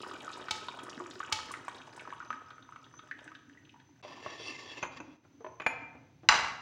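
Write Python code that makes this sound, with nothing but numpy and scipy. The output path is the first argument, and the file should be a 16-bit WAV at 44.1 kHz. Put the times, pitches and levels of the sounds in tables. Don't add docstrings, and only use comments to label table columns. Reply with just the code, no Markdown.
import sys
import numpy as np
from scipy import signal
from scipy.fft import rfft, irfft
from scipy.io import wavfile
from scipy.ndimage import uniform_filter1d

SR = 44100
rng = np.random.default_rng(int(sys.argv[2]) if len(sys.argv) > 2 else 0)


def store_wav(level_fs):
    pcm = np.round(np.clip(np.atleast_2d(level_fs), -1, 1) * 32767)
    wavfile.write(sys.argv[1], SR, pcm.T.astype(np.int16))


N = 291501
T = np.arange(N) / SR

# frequency in Hz, relative level in dB.
AIR_SPECTRUM = [(25, -31.5), (87, -19.5), (180, -15.5), (270, 9), (480, -14), (800, -20), (2100, -16),
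                (6300, -25), (8000, -32.5), (16200, -21.5)]
# time in seconds, level in dB.
RUMBLE_LEVEL = [(0, -68), (2.0, -67.5), (4.0, -68), (5.0, -65.5), (5.3, -70), (5.8, -63.5), (6.61, -64)]
# middle in seconds, length in seconds, lift in dB.
WHINE_SWELLS = [(2.294, 0.22, 9.5), (2.973, 0.16, 15), (5.5, 0.43, 11.5)]
# frequency in Hz, fade time in seconds.
ROOM_FADE = [(250, 1), (1000, 0.81), (3000, 0.63), (6000, 0.54), (12000, 0.22)]
# time in seconds, speed from 0 to 1.
SLIDE_SPEED = [(4.026, 0.41), (4.2, 0.44), (4.3, 0.61), (4.48, 0.8), (4.77, 0.57), (4.826, 0.57)]
# frequency in Hz, width in Hz, lift in dB before it wanders.
PLATE_RESONANCES = [(1130, 84, 19.5), (1797, 68, 24), (2080, 54, 19), (2660, 113, 17.5), (3340, 130, 16),
                    (3860, 25, 17), (4570, 85, 15.5), (4820, 110, 17), (5360, 140, 13), (5720, 64, 22.5),
                    (7120, 270, 23.5), (8600, 160, 24.5), (9900, 150, 17)]
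# frequency in Hz, relative level in dB.
DULL_RUB_SPECTRUM = [(100, -18), (270, 3.5), (950, -1), (2600, -11), (5500, -29), (16000, -26)]
# frequency in Hz, relative level in dB.
BRIGHT_RUB_SPECTRUM = [(100, -53), (300, 6.5), (1100, -9), (1500, -13), (2700, -2), (6000, -10),
                       (8000, -29.5), (16000, -26)]
# middle in seconds, length in seconds, peak level in dB,
# brightness from 0 to 1.
PLATE_NUDGES = [(4.779, 0.034, -56, 1), (4.853, 0.068, -45, 0.15), (4.936, 0.066, -53.5, 0.9),
                (4.975, 0.046, -50, 1), (5.067, 0.37, -66.5, 0.86)]
# start in seconds, level in dB, relative ring level in dB.
PLATE_HITS = [(4.827, -23, -15.5), (4.831, -23.5, -18.5), (5.002, -38, -12)]
# frequency in Hz, relative level in dB, fade time in seconds.
PLATE_TONES = [(135, -11, 0.19), (540, -15, 0.16), (965, -21.5, 0.11), (2430, -5.5, 0.21),
               (2630, -2, 0.074), (6200, -8, 0.11), (6830, -16, 0.064)]
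# start in seconds, level in dB, pitch in Hz, fade time in seconds.
COUNTER_BUMPS = [(4.049, -41.5, 600, 0.072), (4.262, -32, 1096, 0.032), (4.399, -44.5, 458, 0.078),
                 (5.002, -39, 311, 0.097), (5.25, -59.5, 1370, 0.067), (5.406, -49, 457, 0.13),
                 (5.95, -48.5, 260, .12), (6.233, -49.5, 322, 0.17)]
# start in seconds, level in dB.
TUMBLER_ROCKS = [(5.445, -30.5), (5.464, -31.5)]
# frequency in Hz, relative level in dB, fade time in seconds.
BASE_TONES = [(380, -5, .2), (629, -2.5, 0.22), (845, -13, .15), (1016, 2.5, 0.11), (1739, -13, .08)]
# start in seconds, level in dB, relative ring level in dB.
GLASS_CLINKS = [(5.599, -30, -19), (5.603, -32, -22), (5.618, -33, -22), (5.6635, -12, -18)]
# frequency in Hz, relative level in dB, fade time in seconds.
GLASS_TONES = [(921, -9, .28), (1270, -18, .3), (1567, -12, .3), (2379, 0, .36), (2527, -8, .4),
               (6853, -21, .22), (10880, -17, .2)]
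# frequency in Hz, relative level in dB.
GLASS_BLOW_SPECTRUM = [(90, -44.5), (200, -2.5), (900, 6), (2300, 3.5), (3300, -9), (8000, -35.5),
                       (16000, -31)]
# start in seconds, level in dB.
GLASS_KNOCKS = [(6.288, 1)]
# frequency in Hz, relative level in dB, fade time in seconds.
COUNTER_TONES = [(65.6, -35, 0.44), (659, -21.5, 0.62), (930, -16, 0.39), (1217, -15, 0.47),
                 (1493, -15.5, 0.53), (2030, -2.5, 0.066), (2784, 3, 0.019), (3990, 1.5, 0.02),
                 (4920, -1.5, 0.015), (5950, -5, 0.029), (7270, -10.5, 0.029)]
# frequency in Hz, relative level in dB.
KNOCK_SPECTRUM = [(30, -27), (500, -20), (850, -4.5), (1500, -5), (2200, -9.5), (3300, -17.5),
                  (6000, -20.5), (16000, -50)]
# start in seconds, level in dB.
PAN_TAPS = [(0.509, -15), (1.324, -13)]
# frequency in Hz, relative level in dB, fade time in seconds.
PAN_TONES = [(95.6, -17.5, 0.43), (871, -6, 0.38), (1281, -7.5, 0.41), (2256, -6.5, 0.16),
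             (2676, -10, 0.16), (3550, -9.5, 0.15), (4380, -6.5, 0.13)]
# frequency in Hz, relative level in dB.
TAP_SPECTRUM = [(60, -31), (110, -11.5), (450, -3.5), (1300, 2), (3200, 11), (4500, 9.5), (7000, 4),
                (16000, -9.5)]
# time in seconds, strength in dB against full flow.
FLOW_STRENGTH = [(0, 2.5), (.8, -3.5), (1.2, -2), (1.8, -6), (2.2, -10), (2.6, -18.5), (3.3, -14.5),
                 (3.42, -26.5), (3.55, -20), (3.82, -26.5), (3.88, -42), (4.02, -22)]
# start in seconds, relative level in dB, basic pitch in Hz.
BUBBLES = [(0.035, -38, 1190), (0.064, -34.5, 1034), (0.112, -40, 1200), (0.134, -35, 1090),
           (0.279, -32.5, 1320), (0.303, -36.5, 1220), (0.372, -35.5, 976), (0.484, -29, 1280),
           (0.685, -29, 1020), (0.789, -39, 1220), (0.867, -37.5, 1120), (.912, -41.5, 1055),
           (1.001, -34, 1130), (1.06, -39.5, 1300), (1.203, -28, 1195), (1.23, -38, 1520),
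           (1.296, -37.5, 990), (1.318, -32, 1250), (1.509, -35, 1080), (1.539, -34.5, 1310),
           (1.681, -24, 1093), (1.874, -37.5, 824), (1.977, -37.5, 960), (2.052, -42, 1280),
           (2.075, -33.5, 1035), (2.104, -39.5, 1720), (2.125, -32, 1070), (2.202, -35.5, 1330),
           (2.227, -37, 1230), (2.304, -26, 1240), (2.328, -33.5, 1680), (2.506, -41.5, 1240),
           (2.581, -44, 1360), (2.69, -42, 1040), (2.723, -43, 1284), (2.76, -39, 1305), (2.939, -43, 1170),
           (2.993, -39.5, 1310), (3.088, -50, 1280), (3.112, -33.5, 1694), (3.19, -46.5, 943),
           (3.278, -39.5, 1690), (3.317, -41, 1250), (3.351, -48.5, 1620), (3.496, -51, 1730),
           (3.573, -55, 1900), (3.741, -50.5, 900), (3.76, -53, 950), (3.8, -55.5, 1720), (3.891, -57, 895)]
# start in seconds, relative level in dB, centre in Hz.
SPLASHES = [(0.018, -37.5, 8850), (.079, -38, 9500), (.219, -41, 10500), (.377, -37, 9000),
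            (.332, -34.5, 3700), (0.485, -38, 3280), (0.684, -31.5, 3440), (0.789, -38, 3350),
            (.833, -35, 9400), (1.538, -28.5, 1920), (0.896, -33, 5600), (1.11, -36.5, 4000),
            (1.193, -39.5, 6350), (1.517, -25, 8950), (1.682, -35.5, 7950), (1.747, -40, 3250),
            (1.781, -42.5, 3800), (1.927, -45, 4250), (1.965, -38, 8500), (1.995, -35.5, 2300),
            (2.009, -44, 9000), (2.504, -46, 3520), (2.625, -46, 3500), (2.842, -43.5, 3100),
            (2.990, -44, 3050), (3.19, -43.5, 2750), (3.242, -45, 7900), (3.35, -43.5, 3120),
            (3.65, -49, 2800), (3.693, -45, 2600), (3.799, -52.5, 3200)]
# start in seconds, level in dB, starting pitch in Hz,
# fade time in seconds.
GLUGS = [(0.833, -28, 297, 0.024), (0.974, -31, 260, 0.048), (1.001, -35.5, 337.7, 0.11),
         (1.098, -45, 293, 0.1), (1.161, -40, 351, 0.077), (3.265, -44.5, 293, 0.095),
         (3.479, -48, 264, 0.17)]
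# frequency in Hz, width in Hz, gain in dB.
AIR_COLUMN = [(596, 920, 0.5), (973, 87, 2), (1273, 84, 7.5), (1500, 120, 9.5), (1960, 430, 12.5)]
# frequency in Hz, width in Hz, lift in dB.
UPPER_AIR_COLUMN = [(3290, 90, -1), (3700, 170, -0.5)]
# frequency in Hz, relative level in dB.
FIZZ_SPECTRUM = [(1500, 1), (2500, 21), (3300, 18.5), (4200, 13.5), (6000, 15.5), (10000, 13.5), (16000, 5)]
# frequency in Hz, gain in dB.
MIC_COLOUR = [(20, 5), (60, 1.5), (7000, -1), (9000, -9), (11000, -12.5), (13200, -23.5), (15300, -10)]

AIR_DB, WHINE_DB, WHINE_FADE_DB_PER_S = -64.5, -68, -2.5
WHINE_FROM_S, WHINE_RISE_S = 1.3, 0.25
RUB_FROM_S, RUB_TO_S = 4, 5.3
SLIDE_DB, SLOW_DB = -45, -7
BRIGHTNESS_PER_SPEED = 1.34
RUB_WANDER_DB, RUB_WANDER_S = 4, .07
RUB_CATCH_DB, RUB_CATCH_S = 2, .012
TREBLE_SLOW_DB_PER_KHZ = -2.5
BUBBLE_START = 0.937
BUBBLE_RISE_S, BUBBLE_FADE_S, BUBBLE_GLIDE = .001, .02, 18.0
SLAP_DB = -5
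GLUG_RISE_S = 0.0032
GURGLE_DB, GURGLE_FOLLOW = -52, .9
FIZZ_DB, FIZZ_FOLLOW = -56, 1
SLOSH_DB, SLOSH_FOLLOW = -57, 1.23
SILENCE_FROM_S, SILENCE_TO_S = 4.018, 4.026
DIP_FROM_S, DIP_TO_S, DIP_DB = 5.17, 5.235, -6
CEILING = .75
LOW_EDGE_HZ, HIGH_EDGE_HZ = 58, 16000


def gain_of(db):
    return 10 ** (np.asarray(db) / 20)


def evened(x):
    return x / np.sqrt(np.mean(x ** 2) + 1e-20)


def read(points, hz):
    f, value = np.transpose(points)
    return np.interp(np.log(hz + 1), np.log(f + 1), value)


def follow(rows):
    s, value = np.transpose(rows)
    return np.interp(T, s, value)


def add(mix, s, sound):
    part = mix[round(s * SR):][:len(sound)]
    part += sound[:len(part)]


def swell(middle, length):
    return np.cos(np.pi * np.clip((T - middle) / length, -.5, .5)) ** 2


def wander(step_s, t):
    knots = np.arange(t[0], t[-1] + step_s, step_s)
    return np.interp(t, knots, rng.standard_normal(len(knots)))


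def resonate(x, hz, width, count=1):
    pole = np.exp((2j * np.pi * hz - np.pi * width) / SR)
    for _ in range(count):
        x = 2 * signal.lfilter([1 - abs(pole)], [1, -pole], x).real
    return x


def resonance_sum(x, resonances):
    return sum(gain_of(db) * resonate(x, hz, width) for hz, width, db in resonances)


def coloured(x, spectrum):
    gain = gain_of(read(spectrum, np.fft.rfftfreq(len(x), 1 / SR)))
    return evened(irfft(rfft(x) * gain, len(x)))


def patter(per_s, spread_db):
    place, size, sign = rng.random((3, round(per_s * N / SR)))
    clicks = np.zeros(N)
    click_db = spread_db * np.minimum(-np.log(size), 4)
    clicks[(place * N).astype(int)] = np.sign(sign - .5) * gain_of(click_db)
    return evened(clicks)


def ring(hz, fade_s, rise_s, glide=0., length=4000):
    t = np.arange(length) / SR
    wave = np.sin(2 * np.pi * hz * (t + glide * t ** 2 / 2))
    return wave * gain_of(-60 * t / fade_s) * (1 - np.exp(-t / rise_s))


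def puff(hz, width, fade_s):
    fade = gain_of(-60 * np.arange(4000) / SR / fade_s)
    burst = resonate(rng.standard_normal(4000) * fade, hz, width, count=2)
    return burst / np.abs(burst).max()


def blow(spectrum, tones, contact_s, ring_db, rattle_db=-60, rattle_fade_s=.3):
    t = np.arange(SR // 2) / SR
    contact = np.exp(-(t / contact_s) ** 2) * (1 - np.exp(-t / 0.00024))
    jolts = gain_of(2.5 * evened(resonate(rng.standard_normal(len(t)), 0, 120)))
    rattle = jolts * gain_of(rattle_db - 60 * t / rattle_fade_s) * (1 - np.exp(-t / 0.02))
    burst = coloured(rng.standard_normal(len(t)), spectrum) * (contact + rattle)
    ringing = np.zeros(len(t))
    for k, (hz, db, fade_s) in enumerate(tones):
        sense = (-1) ** k
        ringing += sense * gain_of(db) * ring(hz, fade_s, 0.00035, length=len(t))
    ringing *= 1 + 2.65 * contact
    sound = burst / np.abs(burst).max() + gain_of(ring_db) * ringing
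    return sound / np.abs(sound).max()


def room_air():
    air = rng.standard_normal(N)
    lumps = gain_of(5. * wander(.06, T))
    air = air + (lumps - 1) * resonate(air, 280, 200)
    return gain_of(AIR_DB) * coloured(air, AIR_SPECTRUM)


def house_rumble():
    rumble = evened(resonate(rng.standard_normal(N), 115.2, 77, count=2))
    return gain_of(follow(RUMBLE_LEVEL)) * rumble


def whine():
    thin = evened(resonate(rng.standard_normal(N), 6098, 130, count=2))
    onset = np.clip((T - WHINE_FROM_S) / WHINE_RISE_S, 0, 1)
    lift_db = sum(db * swell(s, length) for s, length, db in WHINE_SWELLS)
    return gain_of(WHINE_DB + WHINE_FADE_DB_PER_S * T + lift_db) * thin * onset


def room(x):
    hz, t, bands = signal.stft(rng.standard_normal(SR), SR, nperseg=256)
    fade = gain_of(-60 * t / read(ROOM_FADE, hz)[:, None])
    tail = signal.istft(bands * fade, SR, nperseg=256)[1][:SR]
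    tail = tail * (1 - np.exp(-(np.arange(SR) / SR / 0.0017) ** 2))
    return signal.fftconvolve(x, tail / np.linalg.norm(tail))[:N]


def plate_slide():
    part = slice(round(RUB_FROM_S * SR), round(RUB_TO_S * SR))
    t, speed = T[part], follow(SLIDE_SPEED)
    grit = (rng.standard_normal(N) + 0.86 * patter(980.0, spread_db=-0.5))[part]
    grit = grit * gain_of(RUB_CATCH_DB * wander(RUB_CATCH_S, t))
    ringing = grit.copy()
    for hz, width, db in PLATE_RESONANCES:
        treble_loss_db = TREBLE_SLOW_DB_PER_KHZ * hz / 1000 * (1 - speed[part])
        lift_db = db + RUB_WANDER_DB * wander(RUB_WANDER_S, t) + treble_loss_db
        ringing += gain_of(lift_db) * resonate(grit, hz, width)
    dull, sharp = np.zeros((2, N))
    dull[part] = coloured(grit + gain_of(12.0) * resonate(grit, 1010, 110), DULL_RUB_SPECTRUM)
    sharp[part] = coloured(ringing, BRIGHT_RUB_SPECTRUM)

    def rub(brightness):
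        return dull + np.clip(brightness, 0, 1) * (sharp - dull)

    moving = (T > SLIDE_SPEED[0][0]) & (T < SLIDE_SPEED[-1][0])
    out = moving * gain_of(SLIDE_DB + SLOW_DB * (1 - speed)) * rub(BRIGHTNESS_PER_SPEED * speed)
    for s, length, db, brightness in PLATE_NUDGES:
        out += gain_of(db) * swell(s, length) * rub(brightness)
    return out


def plate_hits():
    out = np.zeros(N)
    for s, db, ring_db in PLATE_HITS:
        add(out, s, gain_of(db) * blow(GLASS_BLOW_SPECTRUM, PLATE_TONES, 0.013, ring_db))
    return out


def counter_bumps():
    out = np.zeros(N)
    for s, db, hz, fade_s in COUNTER_BUMPS:
        add(out, s, gain_of(db) * (ring(hz, fade_s, 0.00038) + 1.2 * puff(616, 820, fade_s)))
    return out


def tumbler_rocks():
    out = np.zeros(N)
    for s, db in TUMBLER_ROCKS:
        add(out, s, gain_of(db) * blow(GLASS_BLOW_SPECTRUM, BASE_TONES, 0.0084, ring_db=-7.0))
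    return out


def glass_clinks():
    out = np.zeros(N)
    for s, db, ring_db in GLASS_CLINKS:
        add(out, s, gain_of(db) * blow(GLASS_BLOW_SPECTRUM, GLASS_TONES, 0.0094, ring_db))
    return out


def glass_knock():
    out = np.zeros(N)
    for s, db in GLASS_KNOCKS:
        knock = blow(KNOCK_SPECTRUM, COUNTER_TONES, 0.0086, ring_db=-12.5, rattle_db=-7., rattle_fade_s=.5)
        add(out, s, gain_of(db) * knock)
    return out


def pan_taps():
    out = np.zeros(N)
    for s, db in PAN_TAPS:
        tap = blow(TAP_SPECTRUM, PAN_TONES, 0.007, ring_db=-22.5, rattle_db=-16.0, rattle_fade_s=0.42)
        add(out, s, gain_of(db) * tap)
    return out


def spray(x):
    return x + resonance_sum(x, UPPER_AIR_COLUMN)


def gurgle():
    clusters = gain_of(4.5 * evened(resonate(rng.standard_normal(N), 0, 25)))
    small = np.zeros(N)
    for hz in np.geomspace(450, 1650, num=9):
        bubble = ring(hz, .014, .0005, glide=14.)
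        small += signal.oaconvolve(patter(35., spread_db=2.), bubble)[:N]
    return evened(resonance_sum(clusters * small, AIR_COLUMN))


def fizz():
    plips = np.zeros(N)
    for hz in np.geomspace(2200, 14000, num=9):
        droplets = signal.oaconvolve(patter(22.0, spread_db=3.0), puff(hz, 0.32 * hz, 0.015))[:N]
        plips += evened(droplets)
    return coloured(rng.standard_normal(N) + 2.0 * evened(spray(plips)), FIZZ_SPECTRUM)


def slosh():
    return evened(resonate(patter(120.0, spread_db=4.5), 308.0, 220, count=2))


def stream_bed():
    flow_db = follow(FLOW_STRENGTH)
    bed = gain_of(GURGLE_DB + GURGLE_FOLLOW * flow_db) * gurgle()
    bed += gain_of(FIZZ_DB + FIZZ_FOLLOW * flow_db) * fizz()
    bed += gain_of(SLOSH_DB + SLOSH_FOLLOW * flow_db) * slosh()
    return bed * (T < SILENCE_FROM_S)


def glugs():
    out = np.zeros(N)
    for s, db, hz, fade_s in GLUGS:
        add(out, s, gain_of(db) * ring(hz, fade_s, GLUG_RISE_S, glide=2.3))
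    return out


def splashes():
    out = np.zeros(N)
    for s, db, hz in SPLASHES:
        add(out, s, gain_of(db) * puff(hz, 0.42 * hz, .05))
    return 0.61 * spray(out)


def bubbles():
    tones, slaps = np.zeros((2, N))
    for s, db, hz in BUBBLES:
        vary = rng.uniform(.6, 1.4)
        tone = ring(BUBBLE_START * hz, BUBBLE_FADE_S * vary, BUBBLE_RISE_S, glide=BUBBLE_GLIDE * vary)
        add(tones, s, gain_of(db) * tone)
        add(slaps, s, gain_of(db + SLAP_DB) * puff(1.1 * hz, .9 * hz, .035))
    tones = signal.lfilter([1], np.r_[1, np.zeros(520), -.15], tones)
    return 0.086 * tones + 0.91 * resonance_sum(tones, AIR_COLUMN) + slaps


def pouring():
    return bubbles() + splashes() + glugs() + stream_bed()


def scene():
    background = room_air() + house_rumble() + whine()
    struck = plate_hits() + counter_bumps() + tumbler_rocks() + glass_knock() + pan_taps()
    clinks = glass_clinks()
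    liquid = pouring()
    walls = room(gain_of(-8.0) * liquid + gain_of(-8.5) * struck + gain_of(-9) * clinks)
    return (background + walls + plate_slide() + struck + clinks + liquid)[None]


def record(dry):
    fade_out, fade_in = (SILENCE_FROM_S - T) / 0.0012, (T - SILENCE_TO_S) / 0.0019
    passed = dry * np.clip(np.maximum(fade_out, fade_in), 0, 1)
    in_dip = 1. * ((T > DIP_FROM_S) & (T < DIP_TO_S))
    passed = passed * gain_of(DIP_DB * uniform_filter1d(in_dip, size=400))
    passed = CEILING * np.tanh(passed / CEILING)
    no_deep_bass = signal.butter(4, LOW_EDGE_HZ, "high", fs=SR, output="sos")
    passed = signal.sosfilt(no_deep_bass, passed)
    hz = np.linspace(0, SR / 2, num=1025)
    microphone = signal.firwin2(2047, hz, gain_of(read(MIC_COLOUR, hz)), fs=SR)
    heard = signal.oaconvolve(passed, microphone[None], "same")
    treble_limit = signal.firwin(511, HIGH_EDGE_HZ, window=("kaiser", 9), fs=SR)
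    return signal.oaconvolve(heard, treble_limit[None], "same")


dry = scene()
out = record(dry)
store_wav(out)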